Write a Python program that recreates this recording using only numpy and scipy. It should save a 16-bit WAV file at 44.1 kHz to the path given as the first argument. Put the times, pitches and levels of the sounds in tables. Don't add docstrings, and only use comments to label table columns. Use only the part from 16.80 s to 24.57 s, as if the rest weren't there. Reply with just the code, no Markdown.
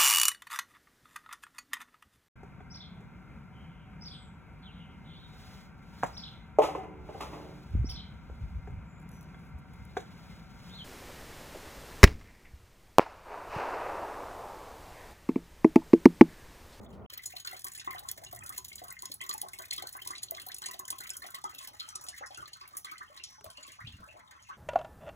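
import sys
import numpy as np
from scipy import signal
from scipy.fft import rfft, irfft, next_fast_len
from scipy.io import wavfile
from scipy.ndimage import uniform_filter1d

SR = 44100
rng = np.random.default_rng(int(sys.argv[2]) if len(sys.argv) > 2 else 0)


def bounce(signal):
    frames = np.transpose(np.atleast_2d(signal))
    limited = np.clip(frames, -1, 1)
    pcm = np.round(limited * 32767).astype(np.int16)
    wavfile.write(sys.argv[1], SR, pcm)


N = 342657

# (time [s], level [dB], crater pitch [Hz], body [dB], top [dB], fade time [s])
DROPS = [(0.301, -46.5, 3080.0, 12, 7, 0.023), (0.337, -47, 4410.0, 11, -24, 0.021),
         (0.3765, -39.5, 14300, 9, 16, 0.042), (0.459, -34.5, 6860, -18.0, -8, 0.043),
         (0.565, -39, 4160, 14.5, 4, 0.055), (0.6002, -44.5, 6650, 0, -5.0, 0.082),
         (0.649, -43.5, 7000, 4, -11, 0.036), (0.6735, -36, 4310.0, 9.0, 1, 0.025),
         (0.7119, -47, 9220.0, -1, 3, 0.039), (0.732, -49, 9600, -6.0, 1, 0.045),
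         (0.7663, -46.5, 4390.0, 4, -5, 0.024), (0.7938, -46.0, 9250.0, -7.0, 0, 0.037),
         (0.8075, -55, 9200, -16, -5.0, 0.027), (0.8448, -35, 9460, -13, 2, 0.039),
         (0.8834, -43.5, 9900, -26, -10, 0.042), (0.919, -46.5, 6940, -24, -9.0, 0.036),
         (0.9347, -49, 9750, -19, 8, 0.029), (0.9601, -52, 4330, 9, -2.0, 0.04),
         (0.978, -42.5, 9400, -31, -23, 0.027), (0.9977, -42, 5500, 0, -29, 0.079),
         (1.1083, -45, 4460.0, 0, 5.0, 0.038), (1.1294, -48, 14700.0, -15, 9, 0.019),
         (1.1826, -43.5, 3800, 12, -1, 0.052), (1.193, -44, 9200, -18, 4, 0.04),
         (1.2868, -35.5, 6950, -6, -10, 0.028), (1.3148, -34, 14000, -10, 7, 0.032),
         (1.4484, -47, 6660, -27, -25, 0.0093), (1.468, -51.5, 3070, 16.0, -9.0, 0.05),
         (1.5277, -44.5, 14100.0, -5, 7, 0.027), (1.5488, -47, 9660.0, -23, -7, 0.026),
         (1.5606, -48, 9700, -20, 6, 0.038), (1.5903, -49.0, 7700, -29, -27, 0.03),
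         (1.637, -46.5, 9680.0, -36, -6, 0.032), (1.6627, -42, 9500, -11.5, -4.0, 0.05),
         (1.6934, -39, 8900, -12, 2, 0.031), (1.7244, -49.5, 9600, -6, -7, 0.033),
         (1.7788, -35, 6900, -6.5, -1, 0.026), (1.8463, -41.5, 6890.0, -2.5, 2.5, 0.05),
         (1.8828, -45, 8710.0, -8, 2, 0.091), (1.9296, -47.5, 4350, 0.0, -6.0, 0.033),
         (1.9566, -42.5, 7300, -26, -3, 0.02), (1.9815, -46.5, 4460.0, 8, -7, 0.08),
         (2.0387, -46.5, 14600, -6, 3, 0.054), (2.0827, -47.5, 9680.0, -6, -2, 0.025),
         (2.1046, -43.5, 8300, -16, -13, 0.035), (2.1247, -44, 14710.0, -14, 11, 0.036),
         (2.1902, -47.5, 6970.0, -1, -16, 0.039), (2.2217, -40.5, 9100, -10, -5.0, 0.05),
         (2.2556, -38.5, 6740, -6.5, -7, 0.036), (2.3166, -38.5, 4450, 2, -3, 0.044),
         (2.3415, -41, 10400, -18.0, 8, 0.024), (2.4146, -42, 7800, -8.0, -10.0, 0.056),
         (2.4384, -47.5, 12190.0, -1, 4.0, 0.034), (2.4649, -48, 6740, -13.0, 2, 0.028),
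         (2.4933, -34.0, 7100, -6, -6, 0.035), (2.5112, -37.5, 4400.0, 20, -16, 0.023),
         (2.5284, -42.5, 7100, -20, -10, 0.044), (2.5384, -37.5, 9400, -19, 3, 0.031),
         (2.5797, -42, 9500, -13, -1, 0.026), (2.616, -32, 9500, -10, 0.5, 0.039),
         (2.686, -45.5, 9240.0, -7, -10.0, 0.028), (2.733, -43, 8300, -11, -7, 0.13),
         (2.788, -42.0, 8400, -2, -1, 0.031), (2.8065, -56, 14100.0, -1, 10.0, 0.039),
         (2.8537, -47.5, 9300, -3, -3, 0.051), (2.9097, -32, 4360.0, 5.0, -19.0, 0.016),
         (2.93, -34, 9530, -5, -5, 0.045), (2.9626, -43.0, 4480.0, -3, -3.0, 0.062),
         (2.98, -38.5, 3130, 9, -3, 0.024), (3.0232, -40.5, 4300, 1.5, -3, 0.032),
         (3.0703, -40, 4300, 0.0, -3, 0.05), (3.0906, -44, 14090.0, -1, 5, 0.032),
         (3.1266, -45, 9710.0, -21, -4.0, 0.039), (3.168, -46, 10480.0, -8, 13, 0.026),
         (3.2193, -48, 3120, 7.0, 12, 0.04), (3.2525, -53, 5050.0, 9, 0, 0.041),
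         (3.2747, -35, 10100, -5.5, -3, 0.012), (3.3079, -40.5, 9220.0, -9, -19.0, 0.04),
         (3.353, -42.5, 4200, 8.5, -27, 0.085), (3.381, -43, 6710.0, 3, -30, 0.058),
         (3.432, -34.5, 7280, -6.5, -9, 0.038), (3.484, -51, 4390.0, 22, 1, 0.041),
         (3.51, -32.5, 13400, -8, 17, 0.019), (3.55, -45.5, 4430, 7, -12.0, 0.038),
         (3.566, -46, 3450.0, 6, -2.0, 0.082), (3.5991, -44, 3460, 6, 0.0, 0.043),
         (3.6172, -45, 9150.0, -9.0, -5.0, 0.044), (3.6658, -43, 11600, -1, 11, 0.05),
         (3.686, -43, 12100, 8, 13, 0.027), (3.7177, -42, 4000, 7, -9, 0.064),
         (3.7447, -38, 9600, -29, -9, 0.024), (3.765, -46.5, 4400, -3, -12, 0.066),
         (3.7847, -43.5, 9300, -18.0, 0, 0.032), (3.8195, -42, 5850, -4, -9, 0.066),
         (3.84, -41.5, 4100, 13, 0.0, 0.058), (3.86, -33.5, 8250, -6, -19, 0.06),
         (3.8841, -45, 4440.0, -6, -18, 0.041), (3.9123, -42, 14300, -9.0, 2, 0.041),
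         (3.9418, -46, 3060, 21, 12, 0.02), (3.9925, -39.0, 12200, -17, -3.5, 0.035),
         (4.0537, -47, 6880.0, -14, -7, 0.029), (4.0805, -41.0, 7100, -12, -4.0, 0.029),
         (4.104, -31.0, 8900, -12, -7, 0.049), (4.1847, -42.5, 7100, -0.5, 2, 0.04),
         (4.205, -41.5, 4020, -4, -2.0, 0.063), (4.2933, -44, 8020.0, 3, 3, 0.04),
         (4.3034, -35.5, 8100, -29, -16, 0.049), (4.3336, -48, 8020.0, -12, -5, 0.062),
         (4.368, -39, 11200, -25, -2, 0.041), (4.394, -55, 14770.0, -19, 14, 0.043),
         (4.4209, -48, 4200, 4, -2, 0.057), (4.441, -51.0, 3600, 7, 0, 0.05),
         (4.4652, -45, 5800, -5, 0, 0.05), (4.5045, -50, 8800, -17, 3, 0.05),
         (4.5466, -38.5, 8200, 0, -2.5, 0.054), (4.6406, -42.5, 5850, -12, -19, 0.014),
         (4.748, -46.5, 12500, 6.5, 9, 0.049), (4.7854, -42.5, 3630, 0, -4, 0.045),
         (4.8142, -49, 8600, -3, -17, 0.033), (4.8386, -46.5, 9100, -26, -13, 0.037),
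         (4.8737, -42, 5900, -2, 1, 0.06), (4.9968, -35.5, 4130, 16, -4, 0.08),
         (5.0894, -43, 5860.0, -18, -17, 0.07), (5.1037, -52, 5870.0, -7, -27, 0.043),
         (5.1543, -36, 5700, -16, -22, 0.05), (5.212, -49, 7030.0, -12.0, -5.0, 0.055),
         (5.24, -46, 8600, -26, -3, 0.063), (5.2657, -49, 4980.0, -3, -7, 0.091),
         (5.286, -36.5, 8660, -8.5, -16, 0.072), (5.4608, -45.5, 5470, -16, -20, 0.12),
         (5.5086, -54, 3290.0, 12, -6.0, 0.039), (5.5465, -46, 3370, 1, -30, 0.041),
         (5.574, -48, 10300, -25, -9, 0.057), (5.618, -56, 8660, -19, -18, 0.045),
         (5.6574, -49.5, 4800, 32, -22.0, 0.041), (5.732, -44, 4270, 3, -15.0, 0.049),
         (5.8122, -49.5, 4670, 10, -9, 0.11), (5.8766, -49.5, 13000, -3, 10, 0.096),
         (5.9678, -34.5, 9500, -36, 2, 0.11), (6.0467, -41.5, 9000, 0, -8, 0.068),
         (6.1146, -48.5, 2610.0, 1.5, 3, 0.038), (6.182, -49.5, 4430, -5, -16, 0.025),
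         (6.374, -47, 3890, 10, -24, 0.05), (6.4374, -38.5, 5770, -3.5, -25, 0.064),
         (6.6425, -46, 8600, -3, 5, 0.05), (6.701, -47, 8800, -7, -13.0, 0.11),
         (6.772, -50, 2560, 4, -22, 0.036), (6.829, -47, 7000, -2, -29, 0.045),
         (6.867, -54, 3330, -14, -14, 0.05), (6.8788, -50.5, 3370, 8.0, 7, 0.05),
         (6.92, -52, 6900, -7, -11, 0.05), (7.0034, -62, 2666, -6, -4, 0.05),
         (7.0716, -47, 3480, 19, -24, 0.041), (7.626, -56.5, 6640, -10.0, -27, 0.099)]
# (low edge [Hz], high edge [Hz])
DROP_BANDS = [(2500, 5000), (5000, 10500), (10500, 15900)]
# (time [s], starting pitch [Hz], level [dB], level of the bubble trail [dB])
PLOPS = [(0.537, 690, -48, -67), (0.647, 1177, -55, -52.5), (0.708, 1340, -47.5, -58.5),
         (0.73, 735, -45, -61.5), (0.85, 1042, -43, -68), (0.978, 1940, -63, -57), (1.075, 1090, -32, -63),
         (1.079, 1900, -48, -63), (1.148, 733, -44, -65), (1.225, 766, -55.5, -74),
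         (1.379, 598, -53.5, -76), (1.463, 2910, -48, -90), (1.531, 717, -43.5, -70),
         (1.62, 2370, -50, -90), (1.7, 1145, -44, -61.5), (1.781, 1018, -44.5, -90),
         (1.916, 2190, -49, -67), (2.017, 666, -43.5, -59), (2.086, 1060, -52, -57.5),
         (2.23, 1045, -43, -70), (2.397, 1980, -67, -51), (2.414, 1865, -47.5, -55),
         (2.438, 1090, -50, -63), (2.494, 1120, -38.5, -54.5), (2.546, 858, -44, -69),
         (2.632, 731, -43.5, -58.5), (2.734, 2155, -46.5, -64), (2.791, 1038, -44.5, -55),
         (2.802, 676, -51, -85), (2.908, 2025, -58, -50), (2.981, 1122, -43, -59), (2.983, 3076, -42, -85),
         (3.023, 702, -44, -55), (3.15, 1060, -44.5, -55.5), (3.152, 722, -53.5, -86),
         (3.218, 2970, -45, -73), (3.261, 960, -45, -73), (3.304, 1120, -39.5, -55.5),
         (3.518, 660, -41.5, -67.5), (3.58, 1560, -54.5, -57.5), (3.667, 725, -47.5, -84),
         (3.819, 1106, -44.5, -54), (3.886, 1045, -42.5, -58), (3.942, 646, -50.5, -89),
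         (3.996, 1085, -40.5, -102), (4.127, 1086, -40, -81), (4.204, 1425, -43.5, -61),
         (4.42, 1743, -50, -60.5), (4.422, 1126, -49.5, -58), (4.444, 673, -46.5, -67),
         (4.583, 1210, -49, -88), (4.641, 855, -39, -78), (4.649, 1224, -37, -81), (4.693, 1154, -49, -66),
         (5.154, 1176, -46, -97), (5.28, 727, -55.5, -75), (5.327, 1640, -55, -85),
         (5.41, 710, -46.5, -60.5), (5.505, 710, -49.5, -69), (5.577, 1400, -41, -92),
         (5.625, 1110, -45.5, -86), (5.813, 1113, -48.5, -66.5), (5.936, 1120, -52.5, -88),
         (6.045, 1145, -46, -58), (6.095, 2300, -49, -68), (6.117, 1210, -44.5, -62),
         (6.209, 1104, -46.5, -82), (6.299, 567, -58.5, -84), (6.354, 1097, -56, -72),
         (6.397, 2590, -50, -89), (6.642, 635, -52.5, -64.5), (6.773, 2800, -49.5, -81),
         (6.85, 1095, -53.5, -91), (6.922, 1080, -63, -93), (7.275, 568, -61, -90),
         (7.287, 2490, -52.5, -96), (7.34, 616, -57.5, -68), (7.549, 1100, -60, -75),
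         (7.698, 1126, -47.5, -75)]
# (time [s], length [s], starting pitch [Hz], pitch after that length [Hz], level [dB])
GLUGS = [(0.368, 0.022, 1500, 2190, -62), (0.52, 0.012, 1880, 2780, -48.5), (1.147, 0.024, 775, 1610, -44),
         (1.417, 0.0204, 585, 850, -48), (1.697, 0.04, 1045, 2070, -57), (3.163, 0.028, 991, 1940, -61),
         (3.676, 0.035, 893, 2180, -49), (4.131, 0.014, 1060, 1540, -65), (5.421, 0.019, 1070, 1870, -39.5),
         (6.205, 0.017, 1120, 1915, -45.5), (6.985, 0.027, 953, 2010, -47),
         (7.047, 0.034, 2300, 3500, -49.5), (7.22, 0.021, 970, 1600, -51.5), (7.36, 0.046, 755, 2206, -61),
         (7.496, 0.029, 886, 1770, -61), (7.688, 0.027, 885, 1670, -47), (7.718, 0.026, 2390, 3600, -64)]
# (time [s], gurgle level [dB], spray level [dB])
TRICKLE = [(0.3, -54, -48.5), (0.69, -79.5, -42), (1.13, -51, -44.5), (1.35, -61.5, -50),
           (1.63, -59.5, -52.5), (3.09, -61, -47), (3.63, -57.5, -50), (5.29, -56.5, -48),
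           (6.14, -66.5, -56), (6.83, -60, -52.5), (7.77, -66.5, -58)]
# (pitch [Hz], fade time [s], level [dB])
PAN_RINGS = [(116, 0.18, -8.5), (198, 0.35, -1), (373.8, 0.17, 9), (660, 0.1, 5), (782, 0.3, 9),
             (888, 0.11, -3), (1057, 0.22, 5), (1140, 0.09, 13), (1480, 0.12, 4), (2016, 0.07, 10.5)]
# (pitch [Hz], fade time [s], level [dB])
ENGINE_RINGS = [(1830, 0.18, -7.5), (1976, 0.15, -5.5), (2300, 0.055, -6), (2985, 0.017, -6.5),
                (3370, 0.088, 4), (3720, 0.057, -2), (4010, 0.024, -7.5), (4184, 0.12, -14),
                (4280, 0.052, 7), (5358, 0.12, 8), (6640, 0.17, 12), (6730, 0.023, 4), (6980, 0.068, 12),
                (7150, 0.16, -6), (7980, 0.025, -1), (8500, 0.028, 0), (8520, 0.045, -10),
                (9660, 0.049, -11.5), (10570, 0.01, 0), (12200, 0.0088, 7), (14400, 0.012, -5)]
# (time [s], level [dB], pitch [Hz])
BUMPS = [(0.125, -33, 191), (5.321, -53.5, 74), (5.584, -45.5, 127), (5.61, -50, 65.6), (6.608, -50.5, 415),
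         (6.662, -42, 92), (7.01, -40.5, 98), (7.04, -31.5, 119), (7.072, -32, 94), (7.134, -34, 90),
         (7.194, -35, 71)]
# (time [s], level [dB])
CLICKS = [(6.61, -45.5), (6.655, -50), (6.664, -43.5)]
# (time [s], level [dB])
DRONE = [(0.3, -68.5), (0.67, -69), (1.6, -60), (2.2, -66.5), (5.8, -72.5), (7.77, -69)]
# (time [s], distance [m])
DISTANCE = [(0.3, 0.44), (4.2, 0.43), (5.3, 0.65), (6.4, 0.72), (7.77, 1)]
# (frequency [Hz], phase [rad])
LEFT_LEAD = [(0, 0), (150, -0.4), (370, -1.3), (1460, -3.3), (2410, -10.3), (2760, -8.8), (3100, -10.7),
             (3790, -10.8), (6290, -6.9), (7410, -5.6), (8440, -3.7), (11600, 0.7), (12700, 2.7),
             (13700, 3.7), (15000, 6.2), (16400, 6.4)]
# (frequency [Hz], level [dB])
SLAP_TONE = [(500, -39), (1500, 5), (2100, 6), (2800, -4.5), (3100, 1), (4400, 4.5), (5000, 0.5), (6100, 2),
             (6900, 2), (8000, 5), (9400, 5), (11000, -3.5), (12500, -0.5), (14500, 3), (15600, 0),
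             (16000, -11), (16700, -40)]
# (frequency [Hz], level [dB])
SPLAT_TONE = [(150, -43), (350, -4), (480, -26), (600, -14), (750, -5.5), (1100, 5), (2000, -13.5),
              (2800, -6), (3300, -11), (4500, -25), (7000, -10), (16000, -39)]
# (frequency [Hz], level [dB])
GURGLE_TONE = [(300, 1), (520, -11), (680, -13), (920, -10.5), (1100, -10), (1350, -3), (2000, -24),
               (2600, -7.5), (3200, -9), (4300, -16), (6000, -28)]
# (frequency [Hz], level [dB])
HOLLOW_TONE = [(700, 9.5), (900, -11), (1080, 12.5), (1280, 1.5), (1480, 8.5), (1720, -5.5), (2050, 8.5),
               (2400, 1.5), (2850, 2), (3150, 1), (4500, -13), (7000, 5)]
# (frequency [Hz], level [dB])
RUB_TONE = [(25, -31), (60, 13), (170, 3), (280, -3), (500, -31), (2000, -19), (12000, -32)]
# (frequency [Hz], level [dB])
WALL_TONE = [(1500, -41), (3000, -7), (4200, -2), (6000, 6), (7500, -14), (10000, -7.5), (16000, -15)]
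# (frequency [Hz], level [dB])
DRONE_TONE = [(20, -46), (45, 4), (75, 9.5), (115, 9.5), (160, -3), (195, 0), (270, -11.5), (500, -39),
              (1100, -10), (3000, -56), (8000, -22.5), (16000, -33.5)]
# (frequency [Hz], level [dB])
RUMBLE_TONE = [(15, -57), (25, -56), (64, -0.5), (161, -13), (200, 0.5), (309, -19), (354, -11.5),
               (775, -17.5), (1480, -29), (1700, -45), (1840, -33), (3520, -55), (4490, -57), (8360, -64),
               (16000, -58)]

RING_CYCLES, RING_EXTRA_S = 18, 0.019
RISE_PER_S = 6.8
ECHO_DB, SHADE_DB, PAN_DB = 8, -9.5, -12


def slaps(gain_db=-3, rise_s=0.0012, lead_s=0.006, splash_db=-16, splash_t60=0.13):
    out, t, far = np.zeros(N), seconds(5120), doublings()
    from_peak = t - lead_s - 0.00046
    after = np.maximum(from_peak, 0)
    swell = np.exp(np.minimum(from_peak, 0) / rise_s)
    snap = undb(-9) * fade(after, t60=0.005)
    bands = [signal.butter(4, edges, "band", fs=SR, output="sos") for edges in DROP_BANDS]
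    for s, db, crater_hz, body_db, top_db, t60 in list(DROPS) + small_drops():
        splash = undb(splash_db + ECHO_DB * far[int(s * SR)]) * fade(after, splash_t60)
        shape = swell * np.hypot(snap + fade(after, t60), splash)
        uneven_noise = rng.standard_normal(len(t)) * undb(3.5 * wander(len(t), count=40))
        crack = colour(uneven_noise * shape, SLAP_TONE)
        crater = resonate(crack, crater_hz, width=0.045)
        pockets = sum(resonate(crack, hz, width=0.01) for hz in 3000 * 5 ** rng.random(5))
        burst = crack + undb(7) * crater + undb(6) * pockets
        body, middle, top = (unit(signal.sosfilt(band, burst)) for band in bands)
        slap = undb(body_db) * body + middle + undb(top_db) * top
        add(out, s - lead_s, with_energy(slap, db + gain_db, span_s=0.013))
    return out


def small_drops(count=36, spread_db=6, lowest_hz=3800, octaves=1.53):
    rows = []
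    for when, softness, pitch in rng.random((count, 3)):
        s = when * N / SR
        db = curve(TRICKLE, s, column=2) - 7 - spread_db * softness
        rows.append((s, db, lowest_hz * 2 ** (octaves * pitch), -7, -5, 0.01))
    return rows


def bubble(t, hz, t60, rise, birth_s, rough=0):
    glide = t + rise * t ** 2 / 2
    tone = np.imag(churn(len(t), rough) * np.exp(2j * np.pi * hz * glide))
    return tone * fade_in(t, birth_s) * fade(t, t60)


def churn(size, rough):
    return 1 + rough * (wander(size, count=70) + 1j * wander(size, count=70))


def plops(gain_db=-3, rise_spread=1.55):
    out, t = np.zeros(N), seconds(4096)
    for s, hz, db, _ in PLOPS:
        rise = RISE_PER_S * (1 + rise_spread * rng.uniform(-1.07, 1))
        tone = bubble(t, hz, RING_CYCLES / hz + RING_EXTRA_S, rise, birth_s=0.003, rough=0.15)
        add(out, s, with_energy(tone, db + gain_db, span_s=0.019))
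    return out


def glugs(gain_db=-3.5, birth_s=0.0013, t60=0.0089):
    out, t = np.zeros(N), seconds(6000)
    for s, length, from_hz, to_hz, db in GLUGS:
        hz = from_hz * (to_hz / from_hz) ** np.minimum(t / length, 1.15)
        tone = np.imag(churn(len(t), rough=0.31) * np.exp(2j * np.pi * np.cumsum(hz) / SR))
        shape = fade_in(t, birth_s) * fade(np.maximum(t - length, 0), t60)
        add(out, s, unit(tone) * shape * undb(db + gain_db))
    return out


def bubble_trails(gain_db=-7, step_s=0.008, step_ratio=1.15, step_db=-0.9, scatter=1.1, count=6):
    out, t = np.zeros(N), seconds(2048)
    for s, plop_hz, _, db in PLOPS:
        for k, (late, sharp) in enumerate(scatter * rng.uniform(-1, 1, (count, 2)), 1):
            hz = plop_hz * step_ratio ** (k + sharp)
            tone = bubble(t, hz, t60=0.02, rise=7, birth_s=0.002, rough=0.5)
            level = db + gain_db + step_db * (k - 5.5)
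            add(out, s + (k + late) * step_s, with_energy(tone, level, span_s=0.027))
    return colour(out, HOLLOW_TONE)


def blips(count=60, spread_db=3, far_db=-6, lowest_hz=1000, octaves=1.9):
    out, t = np.zeros(N), seconds(4096)
    for when, pitch, loud, climb in rng.random((count, 4)):
        s, hz = when * N / SR, lowest_hz * 2 ** (octaves * pitch)
        t60 = RING_CYCLES / hz + RING_EXTRA_S
        tone = bubble(t, hz, t60, RISE_PER_S * climb, birth_s=0.002, rough=0.9)
        db = curve(TRICKLE, s, column=1) + spread_db * (2 * loud - 1)
        add(out, s, with_energy(tone, db, span_s=0.021))
    return colour(out, HOLLOW_TONE) * undb(far_db * doublings())


def splats(plop_db=-9, drop_db=-12):
    power, t = np.zeros(N), seconds(4096)
    shape = fade_in(t, 0.0063) * fade(t, t60=0.028)
    for s, db in impacts(plop_db, drop_db):
        add(power, s, (shape * undb(db)) ** 2)
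    return np.sqrt(power) * unit(colour(rng.standard_normal(N), SPLAT_TONE))


def cavities(gain_db=-15.5, typical_hz=357.4):
    out, t = np.zeros(N), seconds(4096)
    for s, _, db, _ in PLOPS:
        hz = typical_hz * 2 ** rng.uniform(-0.19, 0.17)
        add(out, s, undb(db + gain_db) * bubble(t, hz, t60=0.073, rise=0, birth_s=0.003))
    return out


def pan(gain_db=-66):
    knocks, t = np.zeros(N), seconds(12000)
    for s, db in impacts(plop_db=0, drop_db=-11):
        add(knocks, s, undb([db]))
    ring = sum(undb(db) * np.sin(2 * np.pi * hz * t) * fade(t, t60) for hz, t60, db in PAN_RINGS)
    return undb(gain_db) * unit(signal.fftconvolve(knocks, ring)[:N])


def gurgle(gain_db=-5, cycles=28, count=1100):
    out, t = np.zeros(N), seconds(2048)
    for when, pitch, softness, climb in rng.random((count, 4)):
        hz = 550 * 8 ** pitch
        tone = bubble(t, hz, t60=cycles / hz + 0.01, rise=10 * climb, birth_s=0.0015, rough=0.5)
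        db = -4.5 * np.log(max(softness, 0.03))
        add(out, when * N / SR, unit(tone) * undb(db))
    return unit(colour(out, GURGLE_TONE)) * undb(gain_db + curve(TRICKLE, seconds(N), column=1))


def spray(gain_db=-12, crack_t60=0.0033, splash_t60=0.045, splash_db=-11, count=380):
    hits, t = np.zeros(N), seconds(3000)
    for when, softness in rng.random((count, 2)):
        db = -5 * np.log(max(softness, 0.02))
        add(hits, when * N / SR, undb([db]) ** 2)
    shape = fade_in(t, 0.0038) * np.hypot(fade(t, crack_t60), undb(splash_db) * fade(t, splash_t60))
    power = signal.fftconvolve(hits, shape ** 2)[:N]
    patter = colour(np.sqrt(np.abs(power)) * rng.standard_normal(N), SLAP_TONE, tilt_db=-1)
    return unit(patter) * undb(gain_db + curve(TRICKLE, seconds(N), column=2))


def bumps(gain_db=-1, rub_db=-9):
    out, t = np.zeros(N), seconds(8192)
    for s, db, hz in BUMPS:
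        thud = np.sin(2 * np.pi * hz * t) * fade(t, t60=0.084)
        rub = unit(colour(rng.standard_normal(len(t)), RUB_TONE, tilt_db=-2)) * fade(t, t60=0.16)
        add(out, s, undb(db + gain_db) * fade_in(t, 0.012) * (thud + undb(rub_db) * rub))
    return out


def clicks(t60=0.016):
    out, t = np.zeros(N), seconds(2048)
    for s, db in CLICKS:
        noise = unit(colour(rng.standard_normal(len(t)), SPLAT_TONE))
        add(out, s, undb(db) * fade(t, t60) * noise)
    return out


def engine_gaps(x, gain_db=-3):
    t = seconds(4096)
    rings = sum(undb(db) * np.cos(2 * np.pi * hz * t) * fade(t, t60) * 2 / np.sum(fade(t, t60))
                for hz, t60, db in ENGINE_RINGS)
    return x + undb(gain_db) * signal.fftconvolve(x, rings)[:N]


def engine_shade(x, edge_hz=10500, near_db=2):
    dull = signal.sosfiltfilt(signal.butter(2, edge_hz, fs=SR, output="sos"), x)
    return dull + (x - dull) * undb(near_db + SHADE_DB * doublings())


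def echoes(x, high_db, low_t60=0.15, high_t60=0.0069):
    t, noise = seconds(20000), rng.standard_normal(20000)
    low = signal.sosfilt(signal.butter(4, 3300, fs=SR, output="sos"), noise)
    high = signal.sosfilt(signal.butter(2, 3500, "high", fs=SR, output="sos"), noise)
    onset = fade_in(t, 0.0001)
    tail = onset * (low * fade(t, low_t60) - undb(high_db) * high * fade(t, high_t60))
    return signal.fftconvolve(x, tail / np.linalg.norm(onset * fade(t, low_t60)))[:N]


def wall_hiss(x, near_db=-24, far_db=13, t60=0.7):
    t = seconds(22000)
    tail = colour(rng.standard_normal(len(t)), WALL_TONE) * fade_in(t, 0.02) * fade(t, t60)
    return signal.fftconvolve(x * undb(near_db + far_db * doublings()), tail / np.linalg.norm(tail))[:N]


def microphones(x):
    size = next_fast_len(N)
    lead = curve(LEFT_LEAD, np.fft.rfftfreq(size, 1 / SR), column=1)
    shift = np.exp(1j * np.array([lead, -lead]) / 2)
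    return irfft(rfft(x, size) * shift, size)[:, :N]


def background(tone, level_db):
    shared, side = (unit(colour(rng.standard_normal(N), tone)) for _ in range(2))
    return undb(level_db + wander(N, count=2500)) * (shared + undb(-9) * np.array([side, -side]))


def impacts(plop_db, drop_db):
    return [(s, db + plop_db) for s, _, db, _ in PLOPS] + [(s, db + drop_db) for s, db, *_ in DROPS]


def doublings():
    return np.log2(curve(DISTANCE, seconds(N), column=1) / DISTANCE[0][1])


def colour(x, tone, tilt_db=0):
    size = next_fast_len(len(x))
    hz = np.maximum(np.fft.rfftfreq(size, 1 / SR), 1)
    tone_hz, tone_db = np.transpose(tone)
    octaves = np.clip(np.log2(hz / 7800), -1, 0.5)
    db = np.interp(np.log(hz), np.log(tone_hz), tone_db) + tilt_db * octaves
    return irfft(rfft(x, size) * undb(db), size)[:len(x)]


def resonate(x, hz, width):
    return signal.lfilter(*signal.iirpeak(hz, 1 / width, fs=SR), x)


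def wander(size, count):
    return unit(uniform_filter1d(uniform_filter1d(rng.standard_normal(size), count), count))


def fade_in(t, rise_s):
    return 1 - np.exp(-t / rise_s)


def fade(t, t60):
    return np.exp(-np.log(1000) * t / t60)


def with_energy(x, db, span_s):
    return x * undb(db) / np.sqrt(np.sum(x ** 2) / (span_s * SR))


def unit(x):
    return x / np.sqrt(np.mean(x ** 2) + 1e-24)


def undb(db):
    return 10 ** (np.asarray(db) / 20)


def curve(table, at, column):
    table = np.array(table)
    return np.interp(at, table[:, 0], table[:, column])


def seconds(count):
    return np.arange(count) / SR


def add(track, s, sound):
    i = int(np.clip(s * SR, 0, N - 1))
    track[i:i + len(sound)] += sound[:N - i]


def scene(rumble_end_s=0.264, trickle_start_s=0.298, switch_s=0.002):
    now, far = seconds(N), doublings()
    pan_ring = pan() * undb(PAN_DB * far)
    splashing = slaps() + engine_shade(spray())
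    liquid = engine_gaps(splashing + splats() + bubble_trails() + blips())
    liquid += glugs() + plops() + cavities() + pan_ring + gurgle()
    to_walls = liquid * undb(ECHO_DB * far)
    wide_echo = np.array([echoes(to_walls, high_db=-9) for _ in range(2)])
    centre = liquid + wall_hiss(splashing) + undb(-14) * echoes(to_walls, high_db=-5)
    draining = microphones(centre) + undb(-3.5) * wide_echo
    drone = background(DRONE_TONE, level_db=curve(DRONE, now, column=1))
    opening = background(RUMBLE_TONE, level_db=-49) + undb(-10.5) * draining
    handling = bumps() + clicks()
    before_gap = np.clip((rumble_end_s - now) / switch_s, 0, 1)
    after_gap = np.clip((now - trickle_start_s) / switch_s, 0, 1)
    return (opening + handling) * before_gap + (draining + drone + handling) * after_gap


def record(dry, top_hz=16800):
    return signal.sosfilt(signal.ellip(10, 0.2, 70, top_hz, fs=SR, output="sos"), dry)


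dry = scene()
out = record(dry)
bounce(out)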